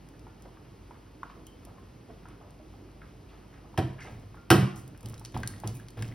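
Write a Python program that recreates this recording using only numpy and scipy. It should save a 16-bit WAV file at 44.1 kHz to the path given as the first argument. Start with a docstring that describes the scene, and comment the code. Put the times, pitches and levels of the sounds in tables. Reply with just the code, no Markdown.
"""A wooden spoon works an egg into thick dough in a glass bowl on a kitchen counter.
First the dough pops softly while the egg drains in: air pockets ring briefly and sticky films tick.
Then two stronger knocks on the glass ring the bowl and make its foot thump on the counter.
Stirring follows: tiny tears squelch, bubbles crackle, and the bowl rocks and shudders on the counter.
A short room tail, air, rumble and hum lie under it all; a close pair of microphones listens."""
import sys
import numpy as np
from scipy import signal
from scipy.fft import rfft, irfft, next_fast_len
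from scipy.io import wavfile
from scipy.ndimage import map_coordinates

SR = 44100
rng = np.random.default_rng(int(sys.argv[2]) if len(sys.argv) > 2 else 0)


def digitize_waveform(pressure):
    """Quantize a signal to 16-bit integers and store it at the path in sys.argv[1].

    Rows of a 2-D input are taken as channels; values are limited to [-1, 1].
    """
    field = np.atleast_2d(pressure).T
    bounded = np.clip(field, -1, 1)
    quanta = np.round(bounded * 32767).astype(np.int16)
    wavfile.write(sys.argv[1], SR, quanta)


N = 270774  # length of the scene [samples]
TOP_HZ = 16100  # upper limit of the sound [Hz]
BUZZ_RAD, BUZZ_RATE = 0.51, 73  # unsteady phase of the ringing glass [rad], changes [per s]

# air pockets opening in the dough: (time [s], level [dB], settled pitch [Hz], time to fade by 60 dB [s])
POCKETS = [(0.268, -33.5, 880, 0.0093), (.457, -39, 554, 0.033), (.571, -45.5, 1200, 0.03),
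           (.909, -30.5, 970, 0.017), (1.231, -22, 1090, 0.021), (1.299, -35, 1095, 0.033),
           (1.782, -41, 1062, 0.074), (2.255, -31.5, 1060, 0.0052), (2.596, -43, 620, 0.11),
           (2.739, -42.5, 810, 0.043), (3.017, -34, 1440, 0.0068), (3.742, -37.5, 920, .023),
           (4.344, -35.5, 1050, 0.012), (4.371, -40.5, 1210, 0.013), (4.948, -41.5, 1590, 0.0078),
           (5.135, -38, 1205, 0.022), (5.213, -35.5, 880, 0.025), (5.3651, -20.5, 830, 0.013),
           (5.433, -24, 1600, 0.036), (5.504, -41, 1150, .02), (5.5367, -37.5, 1940, 0.02),
           (5.559, -48, 790, 0.016), (5.636, -22.5, 820, 0.017), (5.798, -42, 1700, 0.025),
           (6.024, -26, 1700, 0.0085), (6.122, -40, 2120, 0.017)]
# pushes of the spoon through the dough:
# (time [s], shudder level [dB], time for the shudder to fade by 60 dB [s], wet crackle level [dB])
STROKES = [(4.084, -44.5, 0.9, -63), (5.03, -41, 0.93, -56), (5.338, -36.5, 0.94, -49),
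           (5.644, -37, 0.5, -52.5), (5.968, -36.5, 1, -47)]
# ringing of the glass bowl, damped by dough: (pitch [Hz], relative level [dB], time to fade by 60 dB [s])
BOWL_MODES = [(538, -6, .17), (660, -5, .17), (755, 3, .15), (985, -1, .13), (1078, -3, .14),
              (1170, -8, .13), (1310, -6, .14), (1410, -2, .17), (1498, -7, .14), (1602, -3, .2),
              (1700, -10, .1), (1785, -10, .1), (1910, -6, .16), (2050, -8, .13), (2460, -7, .12),
              (2585, -7, .13), (2740, -8, .12), (3038, -4, .17), (3122, -3, .11), (3211, -3, .13),
              (4070, -8, .16), (4490, -8, .11), (5075, -4, .13), (5730, -12, .11), (8150, -7, .13),
              (10900, -6, .11), (12600, -6, .1)]


def knocks():
    """Wood cracks on the glass and rings the bowl's resonances, buzzing against it as it does."""
    # spoon against the bowl: (time [s], level [dB], brightness limit [Hz], build-up [s],
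    # pitch favoured by the spot that is struck [Hz])
    spoon_hits = [(3.7757, -27, 3200, 0.00078, 655), (3.786, -31, 2580, 0.00069, 650),
                  (4.5025, -14.5, 18000, 0.00071, 1400), (4.512, -17.5, 4500, 0.00087, 1290),
                  (4.523, -24.5, 4000, .001, 720), (5.343, -40, 2400, 0.0017, 620),
                  (5.639, -37, 900, 0.0014, 965), (5.972, -43.5, 3020, 0.0028, 645)]
    # colour of wood on glass: (frequency [Hz], relative level [dB])
    crack_colour = [(100, -47), (400, -7), (560, -6), (760, -2), (1000, -4.5), (1450, -6), (2200, -7),
                    (3150, -6), (3900, -13), (5100, -9.5), (6300, -14.5), (8200, -9.5), (9800, -15),
                    (12500, -9.5), (16000, -20)]
    buzz_db = 3.5  # how unsteady each resonance is
    cracks, body, t = np.zeros(N), np.zeros(N), np.arange(SR // 2) / SR
    for s, glass_db, bright_hz, build_s, spot_hz in spoon_hits:
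        press = amp(glass_db) * (1 - np.exp(-t / build_s))

        # a quick burst with a weaker, longer tail
        burst = fade(t, 0.025) + amp(-15.5) * fade(t, 0.19)
        crack = amp(4) * noise(crack_colour, len(t)) * burst
        crack = filtered(crack, lambda hz: favour(hz, spot_hz))

        glass = np.zeros(len(t))
        for hz, db, t60 in BOWL_MODES:
            level = favour(hz, spot_hz) * amp(db + buzz_db * wobble(BUZZ_RATE, size=len(t)))
            unsteady_phase = BUZZ_RAD * wobble(BUZZ_RATE, size=len(t))
            glass += level * fade(t, t60) * np.sin(2 * np.pi * hz * t + unsteady_phase)

        add(cracks, s, soften(crack * press, bright_hz))
        add(body, s, amp(-14) * soften(glass * press, bright_hz))
    return cracks, body


def thumps():
    """The bowl's foot slaps the counter, which rings unevenly while the foot chatters on it."""
    # the foot landing and rocking back: (time [s], level [dB], brightness limit [Hz],
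    # favoured pitch [Hz], share of the counter's free fading time [fraction])
    landings = [(3.782, -17, 333, 570, 0.66), (3.794, -21, 200, 147, 0.3), (3.843, -26, 110, 130, 0.38),
                (3.895, -31.5, 101, 130, 0.63), (4.508, -11, 910, 335, 0.84), (4.543, -15.5, 334, 200, .85),
                (4.579, -18, 100, 125, 0.66), (4.627, -20, 200, 211, 0.5), (5.3499, -32.5, 260, 332, 0.67),
                (5.391, -40, 200, 200, 0.69), (5.645, -32, 260, 342, 0.41), (5.67, -35, 120, 115, 0.75),
                (5.9765, -44, 150, 190, 1)]
    # ringing of the counter: (pitch [Hz], relative level [dB], free time to fade by 60 dB [s])
    counter_modes = [(112, -6, .36), (129, 2, .44), (172, -11, .28), (192, -6, .4), (233, -11, .24),
                     (280, -7, .17), (330, -1.5, .25), (358, -10, .2), (421, -11, .3), (538, -15, .22),
                     (660, -10, .22), (745, -2.5, .19)]
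    # colour of the foot rattling on the counter: (frequency [Hz], relative level [dB])
    rattle_colour = [(30, -28), (75, -3), (160, -4), (330, -2), (500, -10), (720, -8), (1500, -19.5),
                     (5000, -22), (16000, -78)]
    slap_db, slap_at_s, slap_width_s = 6, 0.00593, 0.00034  # before build-up and softening
    phase_depth_rad, level_depth_db = 0.62, 8  # how far the chatter unsettles each resonance
    random_points_per_s = 42.2  # how quickly the chatter changes
    out, t = np.zeros(N), np.arange(SR * 2 // 3) / SR
    press = 1 - np.exp(-t / 0.0012)
    no_deep_bass = signal.butter(2, 88, 'high', fs=SR, output='sos')
    slap = -amp(slap_db) * np.exp(-((t - slap_at_s) / slap_width_s) ** 2)

    def chatter():
        """A smooth random curve that grows from nothing after the landing."""
        return wobble(random_points_per_s, size=len(t)) * (1 - fade(t, 0.3))

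    for s, db, bright_hz, spot_hz, free in landings:
        boom = np.zeros(len(t))
        for hz, mode_db, t60 in counter_modes:
            level = favour(hz, spot_hz) * amp(mode_db + level_depth_db * chatter())
            phase = 2 * np.pi * hz * t + phase_depth_rad * chatter()
            boom += level * fade(t, free * t60) * np.sin(phase)
        rattle = noise(rattle_colour, len(t)) * fade(t, 0.2)
        thud = slap + amp(-4.5) * boom + amp(-6) * rattle
        thud = signal.sosfilt(no_deep_bass, thud * press)
        add(out, s, amp(db) * soften(thud, bright_hz))
    return out


def pops():
    """Each air pocket rings for a few cycles as it opens, gliding up slightly, with a wet smack."""
    out, t = np.zeros(N), np.arange(SR // 5) / SR
    opening = 1 - np.exp(-t / 0.0004)
    for s, db, pitch_hz, t60 in POCKETS:
        glide = 1 - 0.034 * np.exp(-t / 0.0086)  # starts a little flat
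        cavity = np.sin(2 * np.pi * pitch_hz * np.cumsum(glide) / SR) * fade(t, t60)
        hiss = rng.standard_normal(len(t))
        smack = unit(filtered(hiss, lambda hz: resonance(hz, pitch_hz, q=0.74) ** 4)) * fade(t, 0.031)
        add(out, s, amp(db) * (amp(-5) * cavity + amp(-11.5) * smack) * opening)
    return out


def squelch():
    """Each smear of dough is a quick swell and slower ebb of tiny tears."""
    out = np.zeros(N)
    for s, db, centre_hz, length in smears():
        u = np.arange(int(3 * length * SR)) / (length * SR)  # time in smear lengths
        swell = (1 - np.exp(-u / 0.029)) * np.exp(-u ** 2)
        add(out, s, amp(db - 6.5) * tears(len(u), centre_hz) * swell)
    return out


def smears():
    """List all that tears the dough, as (time [s], level [dB], centre [Hz], length [s])."""
    # dough slumping off the spoon: (time [s], level [dB], centre [Hz], length [s])
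    slumps = [(.448, -49.5, 680, 0.057), (.612, -52, 333, .03), (.737, -47.5, 375, 0.019),
              (1.362, -42.5, 373, 0.035), (1.665, -47, 660, 0.055), (2.085, -43.5, 410, 0.046),
              (2.401, -50, 750, 0.086), (2.96, -51, 474, .035), (3.315, -52, 820, 0.053),
              (3.64, -50.5, 645, 0.05), (4.043, -44, 675, .07), (5.385, -45, 600, .035)]
    # the wet spoon sliding on the glass: (time [s], level [dB], centre [Hz], length [s])
    slides = [(.275, -68, 1320, 0.068), (.56, -64, 1000, 0.082), (.925, -54, 1000, 0.058),
              (1.232, -61, 2050, 0.025), (1.293, -57, 3900, 0.019), (1.303, -56, 2200, 0.019),
              (2.264, -53, 1240, 0.086), (2.3, -57, 2200, 0.025), (3.025, -55.5, 1420, 0.046),
              (3.282, -57.5, 2300, 0.08), (3.526, -52, 1530, 0.054), (3.985, -44.5, 1790, 0.048),
              (4.018, -50, 2200, 0.047), (4.056, -47, 2000, 0.051), (4.001, -51, 6550, 0.078),
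              (4.756, -47, 8900, 0.051), (5.343, -52, 3200, .035), (5.435, -54, 2400, 0.078),
              (5.676, -51, 4540, .025), (5.741, -50, 12700, 0.041), (5.747, -73, 2380, 0.042),
              (6.025, -70, 1990, 0.057)]

    # a push squeezes the bulk of the dough and peels it off the glass
    squeezed = [(s, shudder_db - 8, 620, 0.064) for s, shudder_db, _, _ in STROKES]
    peeled = [(s, wet_db - 3.5, 2300, 0.088) for s, _, _, wet_db in STROKES]

    # dough tears round each opening pocket, more strongly round a louder one
    torn = [(s, -43 + 0.42 * db, 1.05 * hz, 0.06) for s, db, hz, _ in POCKETS]

    # dough creeps round the spoon at random moments
    creeps_per_s, weakest_db, range_db = 9, -62, 7
    lowest_hz, range_octaves, creep_s = 600, 1.8, 0.022
    crept = []
    for when, size, pitch in rng.random((int(creeps_per_s * N / SR), 3)):
        centre_hz = lowest_hz * 2 ** (range_octaves * pitch)
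        crept.append((when * N / SR, weakest_db + range_db * size, centre_hz, creep_s))
    return squeezed + peeled + torn + crept + list(slumps) + list(slides)


def tears(size, centre_hz):
    """Tiny tears at random moments, each a few cycles at its own pitch, scaled to rms 1."""
    tears_per_s, pitch_spread, swell_cycles, size_db = 1500, 0.3, 0.82, 2.5  # spread is of log pitch
    t = np.arange(SR // 50) / SR
    count = int(tears_per_s * size / SR)
    start = rng.integers(size, size=(count, 1))
    pitch, height = rng.standard_normal((2, count, 1))
    hz = np.minimum(centre_hz * np.exp(pitch_spread * pitch), TOP_HZ)
    u = hz * t / swell_cycles
    grains = amp(size_db * height) * np.sqrt(hz) * u * np.exp(-u) * np.sin(2 * np.pi * hz * t)
    places = start + np.arange(len(t))
    return unit(np.bincount(places.ravel(), grains.ravel(), size)[:size])


def snaps():
    """Films of egg stretch and part: one sharp tick, then a brief spatter."""
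    # the loudest sticky films snapping: (time [s], level [dB], centre [Hz])
    films = [(0.088, -44.5, 9000), (0.194, -46, 6000), (.423, -42.5, 7040), (1.233, -47, 3680),
             (1.4679, -35.5, 11500), (1.651, -38, 8200), (2.286, -47, 7960), (2.507, -47, 5970),
             (4.878, -39.5, 12160), (4.9761, -42.5, 8840), (5.008, -42, 11000), (5.03, -41, 12000),
             (5.059, -30, 6400), (5.087, -37, 12000), (5.098, -35.5, 12400), (5.142, -35.5, 3900),
             (5.1794, -38, 4900), (5.196, -35, 10100), (5.25, -26.5, 3900), (5.258, -30.5, 4360),
             (5.322, -44, 8000), (5.375, -32, 7000), (5.412, -54, 9000), (5.433, -28, 2950),
             (5.475, -17, 7500), (5.601, -35, 10000), (5.675, -22, 6500), (5.752, -39, 12000),
             (5.7696, -39, 13000), (5.799, -46, 12000), (5.885, -35, 3700), (5.905, -40.5, 6670),
             (6.024, -25, 3930), (6.08, -41, 5500)]
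    out, t = np.zeros(N), np.arange(SR // 20) / SR
    for s, db, centre_hz in films:
        spatter = rng.standard_normal(len(t)) * (amp(-14) * fade(t, 0.011) + amp(-27) * fade(t, 0.05))
        click = t == 0  # a single sample
        # a broad peak round the centre, with the extreme treble rolled off
        tick = filtered(click + spatter, lambda hz: (resonance(hz, centre_hz, q=0.53) ** 2
                                                     / (1 + (hz / 14500) ** 8)))
        add(out, s, amp(db - 25) * unit(tick))
    return out


def crackle():
    """Tiny bubbles of all sizes burst at random as short rings, louder while the spoon stirs."""
    rest_db, settle_s = -69, 1  # bubbles at rest; time to fade by 60 dB after a push
    out, t = np.zeros(N), np.arange(SR // 100) / SR
    gain = amp(rest_db) + sum(amp(wet_db) * push(s, settle_s) for s, _, _, wet_db in STROKES)
    for when, size, pitch in rng.random((900, 3)):
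        hz = 1500 * 8 ** pitch
        # the fourth power makes strong bursts rare
        height = gain[int(when * N)] * amp(6 + 13 * size ** 4) * np.sqrt(hz / 6000)
        add(out, when * N / SR, height * np.sin(2 * np.pi * hz * t) * fade(t, 7 / hz))
    return out


def shudder():
    """The dragging spoon makes bowl and counter judder at their lowest resonance, over a dull rub."""
    # colour of the rub: (frequency [Hz], relative level [dB])
    rub_colour = [(30, -2), (60, 5.5), (140, 3), (220, 3), (380, -9), (700, -20), (1500, -33), (5000, -37)]
    judder_hz = 111 * (1 + 0.0557 * wobble(22))
    judder = np.sin(2 * np.pi * np.cumsum(judder_hz) / SR) * amp(3.4 * wobble(30))
    force = sum(amp(db) * push(s, t60) for s, db, t60, _ in STROKES)
    return force * (amp(3.5) * judder + amp(-3) * noise(rub_colour, N))


def push(s, t60):
    """The force of one stroke: it rises, holds and eases off."""
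    rise_s, hold_s = 0.019, 0.023
    t = np.arange(N) / SR - s
    return np.clip(t / rise_s, 0, 1) * fade(np.maximum(t - rise_s - hold_s, 0), t60)


def squeaks():
    """Wood sticks and slips on the wet glass: a short, rough, gliding note."""
    # squeaks of the spoon: (time [s], level [dB], start pitch [Hz], end pitch [Hz], length [s])
    squeak_notes = [(1.466, -55.5, 3083, 3133, .04), (3.983, -49.5, 1780, 1700, 0.0084),
                    (3.992, -49, 2160, 2300, 0.0098), (4.007, -48, 1515, 1880, 0.018),
                    (4.016, -45.5, 2220, 1920, 0.018), (5.75, -59, 2494, 2260, 0.037)]
    rough_rad, rough_db, rough_rate = 1, 1, 380  # uneven phase, level, changes per s
    out = np.zeros(N)
    for s, db, start_hz, end_hz, length in squeak_notes:
        u = np.linspace(0, 1, int(length * SR))
        pitch_hz = start_hz + (end_hz - start_hz) * u
        phase = 2 * np.pi * np.cumsum(pitch_hz) / SR + rough_rad * wobble(rough_rate, size=len(u))
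        level = amp(db + rough_db * wobble(rough_rate, size=len(u)))
        add(out, s, level * np.sin(np.pi * np.sqrt(u)) * np.sin(phase))
    return out


def pings():
    """One resonance of the glass sings on faintly after the spoon lets go."""
    # singing notes: (time [s], level [dB], pitch [Hz], time to fade by 60 dB [s])
    singing_notes = [(0.271, -60, 1405, 0.3), (4.37, -52.5, 1394, 0.36), (5.433, -52, 1611, 0.52)]
    out, t = np.zeros(N), np.arange(SR // 2) / SR
    for s, db, hz, t60 in singing_notes:
        phase = 2 * np.pi * hz * t + BUZZ_RAD * wobble(BUZZ_RATE, size=len(t))
        add(out, s, amp(db) * (1 - np.exp(-t / 0.0049)) * fade(t, t60) * np.sin(phase))
    return out


def through_glass(x):
    """Pops against the wall set the bowl's resonances faintly ringing."""
    glass = ring(BOWL_MODES, np.arange(SR // 2) / SR, scatter_db=2)
    return signal.fftconvolve(x, glass / np.linalg.norm(glass))[:N]


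def kitchen(x):
    """The walls answer with a short diffuse tail: noise that fades at its own pace at each pitch."""
    # fading of the room: (frequency [Hz], time to fade by 60 dB [s])
    room_fading = [(100, .85), (350, .62), (1500, .55), (5000, .47), (14000, .3)]
    hz, t, z = signal.stft(rng.standard_normal((2, SR * 3 // 4)), SR, nperseg=256)
    fading = fade(t, along(room_fading, hz)[:, None])
    tail = spread(signal.istft(z * fading, SR, nperseg=256)[1])
    tail = tail * (1 - np.exp(-np.arange(tail.shape[1]) / SR / 0.00019))
    return signal.fftconvolve(x[None], tail / np.linalg.norm(tail[0]), axes=1)[:, :N]


def background():
    """Room air as wide noise, with a gently uneven low rumble and a faint appliance hum."""
    # colour of the room air: (frequency [Hz], relative level [dB])
    air_colour = [(20, -49), (45, 4.5), (70, 3.5), (110, 5), (300, -3), (550, -9), (1100, -15),
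                  (1700, -20.5), (3100, -23), (3700, -27.5), (5000, -26), (8000, -34), (12500, -34),
                  (16000, -44)]
    air = spread(np.array([noise(air_colour, N), noise(air_colour, N)]))
    air = air * amp(-52 + 0.45 * wobble(13))
    # (frequency [Hz], relative level [dB])
    rumble_colour = [(50, -47), (100, 21.5), (170, -25), (290, 15), (450, 5), (900, -27), (3000, -57)]
    rumble = noise(rumble_colour, N) * amp(-59.5 + 3 * wobble(16))
    hum_hz = 49.3 + 0.86 * wobble(3.26)
    hum = np.sin(2 * np.pi * np.cumsum(hum_hz) / SR)
    return air + rumble + amp(-55) * hum


def favour(hz, spot_hz):
    """The spot of contact brings out one range of resonances: gain at each frequency."""
    boost_db, width_octaves = 5.5, 0.59
    return amp(boost_db * np.exp(-(np.log2((hz + 1) / spot_hz) / width_octaves) ** 2))


def soften(x, corner_hz):
    """A cushion of dough takes the edge off a blow: a gentle low-pass."""
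    return filtered(x, lambda hz: 1 / (1 + 1j * hz / corner_hz))


def ring(modes, t, scatter_db):
    """Fading sine tones, each at a slightly random strength."""
    return sum(amp(db + scatter_db * rng.normal()) * fade(t, t60) * np.sin(2 * np.pi * hz * t)
               for hz, db, t60 in modes)


def resonance(hz, centre_hz, q):
    """A causal band-pass response, narrower for a higher q."""
    return 1 / (1 + 1j * q * (hz / centre_hz - centre_hz / (hz + 1)))


def fade(t, t60):
    """Exponential fading, down by 60 dB at t60 seconds."""
    return np.exp(-np.log(1000) * t / t60)


def noise(spectrum, size):
    """Coloured noise of rms 1."""
    return unit(filtered(rng.standard_normal(size), lambda hz: amp(along(spectrum, hz))))


def wobble(rate, size=N):
    """A smooth random curve through `rate` random points a second."""
    points = rng.standard_normal(int(size * rate / SR) + 4)
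    return map_coordinates(points, [np.arange(size) * rate / SR])


def filtered(x, response):
    """Multiply the spectrum of x by a response of frequency."""
    n = x.shape[-1]
    m = next_fast_len(n + SR // 4)  # spare room for the filter's tail
    return irfft(rfft(x, m) * response(np.fft.rfftfreq(m, 1 / SR)), m)[..., :n]


def along(points, hz):
    """Read a curve of (frequency [Hz], value) points on a log frequency axis."""
    f, v = np.transpose(points)
    return np.interp(np.log(hz + 1), np.log(f + 1), v)


def amp(db):
    """Turn decibels into a factor."""
    return 10 ** (np.asarray(db) / 20)


def unit(x):
    """Scale a signal to rms 1."""
    return x / np.sqrt(np.mean(x ** 2) + 1e-20)


def add(track, s, sound):
    """Mix a sound into a track at time s, cutting off what runs past the end."""
    part = track[round(s * SR):][:len(sound)]
    part += sound[:len(part)]


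def spread(pair):
    """Blend two unrelated signals into a diffuse field at the two microphones."""
    # how alike left and right are: (frequency [Hz], likeness [0 to 1])
    likeness = [(100, 1), (250, 0.92), (620, 0.18), (1100, 0.6), (1600, 0.24), (2200, 1), (5500, 0.72),
                (7400, .999), (9000, 0.64), (13500, 0.9), (16000, 0.59)]

    def blend(hz):
        """Shares of the common and the opposite part."""
        turn = np.arccos(np.clip(along(likeness, hz), -1, 1)) / 2
        return np.array([np.cos(turn), np.sin(turn)])

    mid, side = filtered(pair, blend)
    return np.array([mid + side, mid - side])


def scene():
    """Mix the spoon, bowl, counter and dough with the room's answer and background."""
    cracks, body = knocks()
    counter = thumps()
    pockets = pops()
    ticks = snaps() + crackle()
    wet = squelch() + squeaks()
    glass = amp(-24) * through_glass(pockets) + pings()
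    to_room = amp(-6) * cracks + amp(-21) * body + amp(-16) * counter
    to_room = to_room + amp(-11.5) * pockets + amp(-8.5) * ticks + amp(-5) * wet
    close = cracks + body + counter + pockets + glass + ticks + wet + shudder()
    return close + kitchen(to_room) + background()


def record(dry):
    """The two microphones differ in phase and slightly in level; a steep filter limits the treble."""
    # phase between the microphones: (frequency [Hz], lead of the left one [rad])
    left_lead = [(0, 0), (1550, -0.3), (2410, 0.6), (3450, 0.1), (4390, 0.7), (5340, 0.4), (6800, 2.9),
                 (8100, 3.6), (9990, 6.2), (11000, 6.6), (13000, 9.2), (14400, 9.7), (15800, 12.4),
                 (16600, 12.6)]
    balance = [(50, 1), (300, -3), (1000, -0.5), (2000, 0.6)]  # (frequency [Hz], left over right [dB])
    sides = np.array([[1], [-1]])  # each side takes half the difference

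    def microphones(hz):
        """Phase and level of each microphone."""
        lead = np.interp(hz, *np.transpose(left_lead))
        return np.exp(1j * lead * sides / 2) * amp(along(balance, hz) * sides / 2)

    pair = filtered(dry, microphones)
    return filtered(pair, lambda hz: 1 / np.sqrt(1 + (hz / TOP_HZ) ** 120))


dry = scene()
out = record(dry)
digitize_waveform(out)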